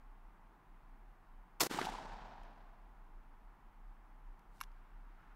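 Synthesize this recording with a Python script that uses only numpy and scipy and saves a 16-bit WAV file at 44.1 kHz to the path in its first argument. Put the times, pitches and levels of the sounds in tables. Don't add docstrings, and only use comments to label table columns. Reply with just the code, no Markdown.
import sys
import numpy as np
from scipy import signal
from scipy.fft import rfft, irfft
from scipy.io import wavfile

SR = 44100
rng = np.random.default_rng(int(sys.argv[2]) if len(sys.argv) > 2 else 0)


def put_to_file(sound):
    columns = np.atleast_2d(sound).T
    safe = np.clip(columns, -1, 1)
    whole_steps = np.round(safe * 32767)
    wavfile.write(sys.argv[1], SR, whole_steps.astype(np.int16))


N = 235979
TIME = np.arange(N) / SR
FREQS = np.maximum(np.arange(N // 2 + 1) * SR / N, 1)
SHOT_S = 1.6053


def undb(db):
    return 10 ** (np.asarray(db) / 20)

def noise():
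    return rng.standard_normal(N)

def wander(rate_hz):
    motion = irfft(rfft(noise()) * np.exp(-(FREQS / rate_hz) ** 2), N)
    return motion / np.std(motion)

def flutter(depth_db, rate_hz):
    return noise() * undb(depth_db * wander(rate_hz))

def colour(x, spectrum):
    hz, db = np.transpose(spectrum)
    gain = undb(np.interp(np.log(FREQS), np.log(hz), db))
    bass_cut = np.minimum(FREQS / hz[0], 1) ** 2
    shaped = irfft(rfft(x) * gain * bass_cut, N)
    return shaped / np.std(shaped)

def envelope(start, db, rise_s, hold_s, t60_s, sag_db=0):
    age = TIME - start
    held = age - rise_s
    release = np.exp(-np.log(1000) * np.maximum(held - hold_s, 0) / t60_s)
    return np.clip(age / rise_s, 0, 1) * undb(db - sag_db * np.clip(held / hold_s, 0, 1)) * release

def swell(t, db, half_width_s):
    return undb(db) * np.exp(-((TIME - t) / half_width_s) ** 2)

def ring(modes, start):
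    live = (TIME > start) & (TIME - start < 0.2)
    age = TIME[live] - start
    out = np.zeros(N)
    for hz, db, t60 in modes:
        out[live] += undb(db - 60 * age / t60) * np.sin(2 * np.pi * hz * age)
    return out


# f/Hz, level/dB
HUSH_SPECTRUM = [(40, -1.5), (75, -4), (150, 0), (230, -1.5), (400, -7), (540, -12.5), (850, 0.5),
                 (1050, -2.5), (2000, -14), (4000, -30), (7500, -38.5), (14500, -36)]
# f/Hz, level/dB
RUMBLE_SPECTRUM = [(22, -19.5), (28, -2.5), (32, 3), (36, -4.5), (42, -16.5), (52, -36), (100, -70.5)]

def background():
    return undb(-67) * colour(noise(), HUSH_SPECTRUM) + undb(-56) * colour(noise(), RUMBLE_SPECTRUM)


# f/Hz, level/dB
CRACK_SPECTRUM = [(150, -14), (450, 0), (600, -5), (750, 2), (1150, 4.5), (1450, -4), (2200, -4.5),
                  (3000, -8), (4000, -3), (5800, -2.5), (8500, -7.5), (15000, -10)]
THUD_SPECTRUM = [(30, -13), (90, -3), (200, -5), (300, 2), (480, 0), (600, -10), (1500, -20), (5000, -44)]
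# f/Hz, level/dB, t60/s
BLAST_RESONANCES = [(502, -41.5, 0.24), (703, -39.5, 0.15), (1120, -36, 0.071), (3700, -37, 0.093),
                    (5260, -31, 0.054), (5870, -35, 0.0701), (6360, -35, 0.052), (7530, -39, 0.084)]
# t/s, crack level/dB, thud level/dB
TRUNK_SLAPS = [(1.6344, -37.5, -41), (1.6665, -42.5, -37.5)]

def blast():
    crack = overload(colour(flutter(depth_db=3, rate_hz=900), CRACK_SPECTRUM))
    thud = colour(noise(), THUD_SPECTRUM)
    leak = envelope(SHOT_S - 0.0068, db=-40.5, rise_s=0.0012, hold_s=0.004, t60_s=0.01)
    shock = envelope(SHOT_S, db=-23.5, rise_s=0.0007, hold_s=0.0067, t60_s=0.096)
    roar = envelope(SHOT_S, db=-42, rise_s=0.035, hold_s=0.03, t60_s=0.07)
    push = envelope(SHOT_S, db=-38.5, rise_s=0.0007, hold_s=0.008, t60_s=0.17)
    slaps = sum((undb(crack_db) * crack + undb(thud_db) * thud) * swell(t, 0, half_width_s=0.0035)
                for t, crack_db, thud_db in TRUNK_SLAPS)
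    return crack * (leak + shock + roar) + thud * push + slaps + ring(BLAST_RESONANCES, SHOT_S)

def overload(x, delay_s=0.008, rise_s=0.012, low_cut_hz=250):
    off_centre = np.clip((TIME - SHOT_S - delay_s) / rise_s, 0, 1)
    lopsided = x - off_centre * np.minimum(x, 0)
    return signal.sosfilt(signal.butter(1, low_cut_hz, "high", fs=SR, output="sos"), lopsided)


# f/Hz, level/dB
NEAR_WOOD_SPECTRUM = [(50, -23), (90, -16), (160, -2.5), (350, -0.5), (420, -5), (560, -8), (800, -6),
                      (1600, -6), (2200, -11.5), (3500, -12.5), (7000, -16), (15000, -22.5)]
DEEP_WOOD_SPECTRUM = [(60, -22), (110, -9.5), (200, -4.5), (300, -12), (550, -10.5), (720, -.5), (900, .5),
                      (1200, -10), (1500, -9), (2200, -17.5), (5000, -22), (8000, -27), (14000, -38)]

def wood():
    near = scatter(NEAR_WOOD_SPECTRUM, grain_db=0, clump_db=2.2)
    near *= envelope(SHOT_S, db=-41.5, rise_s=0.08, hold_s=0.17, t60_s=1.0, sag_db=5.3)
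    deep = scatter(DEEP_WOOD_SPECTRUM, grain_db=1.5, clump_db=1.6)
    deep *= envelope(SHOT_S, db=-48.7, rise_s=0.17, hold_s=0.52, t60_s=2.0, sag_db=5.3)
    return through_air(near + deep)

def scatter(spectrum, grain_db, clump_db):
    reflections = noise() * undb(grain_db * wander(2500) + clump_db * wander(100))
    return colour(reflections, spectrum)

def through_air(x):
    spectrum, age = rfft(x), np.maximum(TIME - SHOT_S, 0)
    centres_hz = 500 * 2 ** (np.arange(11) / 2)
    out = np.zeros(N)
    for hz, pick in zip(centres_hz, np.eye(len(centres_hz))):
        band = irfft(spectrum * np.interp(np.log(FREQS), np.log(centres_hz), pick), N)
        loss_db_per_s = 0.75 * (hz / 1000) ** 1.665
        out += band * undb(-loss_db_per_s * age)
    return out


def choke(start_s=1.6695, depth_db=-36, fall_s=0.0095, hold_s=0.024, recovery_s=0.0042):
    age = np.maximum(TIME - start_s, 0)
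    fall = 1 - np.exp(-age / fall_s)
    recovery = np.exp(-np.maximum(age - hold_s, 0) / recovery_s)
    return undb(depth_db * fall * recovery)


# t/s, level/dB, f/Hz, relative weight of crack
SINGLE_ECHOES = [(1.7132, -30, 330, 0.55), (1.747, -35, 260, 0.86), (1.7778, -35.5, 336, 0.45),
                 (1.789, -26.5, 846, 0.33), (1.7925, -30.5, 1200, 0.2), (1.8159, -29.5, 364, 0.95),
                 (1.8716, -29, 840, 0.18), (1.890, -31.5, 854, 0.28), (1.94, -36.5, 994, 0.11),
                 (1.952, -39, 919, 0.15), (1.9876, -36.5, 934, 0.13), (2.069, -44, 931, 0.12)]

def echoes():
    crack = undb(-6) * colour(noise(), [(500, -10), (1200, 7), (4000, -3), (7000, -18), (15000, -28.5)])
    out = np.zeros(N)
    for t, db, hz, crack_weight in SINGLE_ECHOES:
        thump = np.cos(2 * np.pi * hz * (TIME - t))
        out += swell(t, db, half_width_s=0.002) * (thump + crack_weight * crack)
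    return out


# t/s, level/dB, half-width/s
LEAF_CRACKLES = [(1.852, -50, 0.013), (2.135, -72, 0.00734), (2.436, -70, 0.0045)]
# f/Hz, level/dB
LEAF_SPECTRUM = [(1000, -27), (2800, 6.5), (7000, -5.5), (15000, -16)]

def crackles():
    patter = sum(swell(*crackle) for crackle in LEAF_CRACKLES)
    return patter * colour(flutter(depth_db=6.5, rate_hz=1500), LEAF_SPECTRUM)


# t/s, ring level/dB, knock level/dB, tick level/dB, tick top f/Hz
CATCH_CLICKS = [(4.393, -77, -91.5, -68, 15030), (4.6044, -56, -65, -55, 10000),
                (4.6119, -42.5, -27, -38, 13990), (4.6294, -69.5, -57, -53, 6010),
                (4.6357, -67, -67, -44.5, 7560), (4.717, -89.5, -93, -71, 8020)]
# f/Hz, level/dB, t60/s
STEEL_MODES = [(1603, -10, 0.06395), (2244.3, -4, 0.03242), (2720, 1, 0.021), (3800, -12.5, 0.01955),
               (4360, -8, 0.0229), (5192.7, -2.5, 0.011), (7577, -12, .012), (9706, -10, 0.023),
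               (11273, -3.5, 0.039), (14500, -9.5, 0.01088)]
STOCK_MODES = [(1105, -5, 0.013), (1310, -6.5, 0.011)]
# f/Hz, level/dB
TICK_SPECTRUM = [(500, 4), (1200, 1.5), (3200, -1.5), (6000, -1.5), (9000, -8.5), (15000, -3.5)]

def catch(tick_t60_s=0.018, low_cut_hz=920):
    tick_noise = colour(noise(), TICK_SPECTRUM)
    out = np.zeros(N)
    for t, ring_db, knock_db, tick_db, top_hz in CATCH_CLICKS:
        fade = (TIME >= t) * undb(-60 * np.abs(TIME - t) / tick_t60_s)
        tick = signal.sosfilt(signal.butter(2, top_hz, fs=SR, output="sos"), fade * tick_noise)
        out += undb(tick_db) * tick
        out += undb(ring_db) * ring(STEEL_MODES, t) + undb(knock_db) * ring(STOCK_MODES, t)
    return signal.sosfilt(signal.butter(7, low_cut_hz, "high", fs=SR, output="sos"), out)


# f/Hz, level/dB
SHIRT_SPECTRUM = [(900, -13), (1300, 10), (2500, -5), (4000, -16.5), (9000, -34)]
# t/s, level/dB, half-width/s
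SHOULDER_SLIDES = [(4.864, -74, 0.27), (5.26, -71.5, 0.14)]

def clothes():
    sleeve_spectrum = [(1500, -4), (3500, 2), (8000, -1), (15000, -6.5)]  # f/Hz, level/dB
    sleeve = colour(flutter(depth_db=2.406, rate_hz=300), sleeve_spectrum)
    shirt = colour(flutter(depth_db=1.1, rate_hz=60), SHIRT_SPECTRUM)
    brush = swell(t=4.595, db=-76.5, half_width_s=0.062)
    slides = sum(swell(*slide) for slide in SHOULDER_SLIDES)
    return sleeve * brush + shirt * slides


def scene():
    outdoors = blast() + wood() + echoes() + crackles() + background()
    return (choke() * outdoors + catch() + clothes())[None]

def record(dry, ceiling_db=-20, top_hz=15700):
    saturated = undb(ceiling_db) * np.tanh(dry / undb(ceiling_db))
    return signal.sosfilt(signal.ellip(10, 0.2, 70, top_hz, fs=SR, output="sos"), saturated)


dry = scene()
out = record(dry)
put_to_file(out)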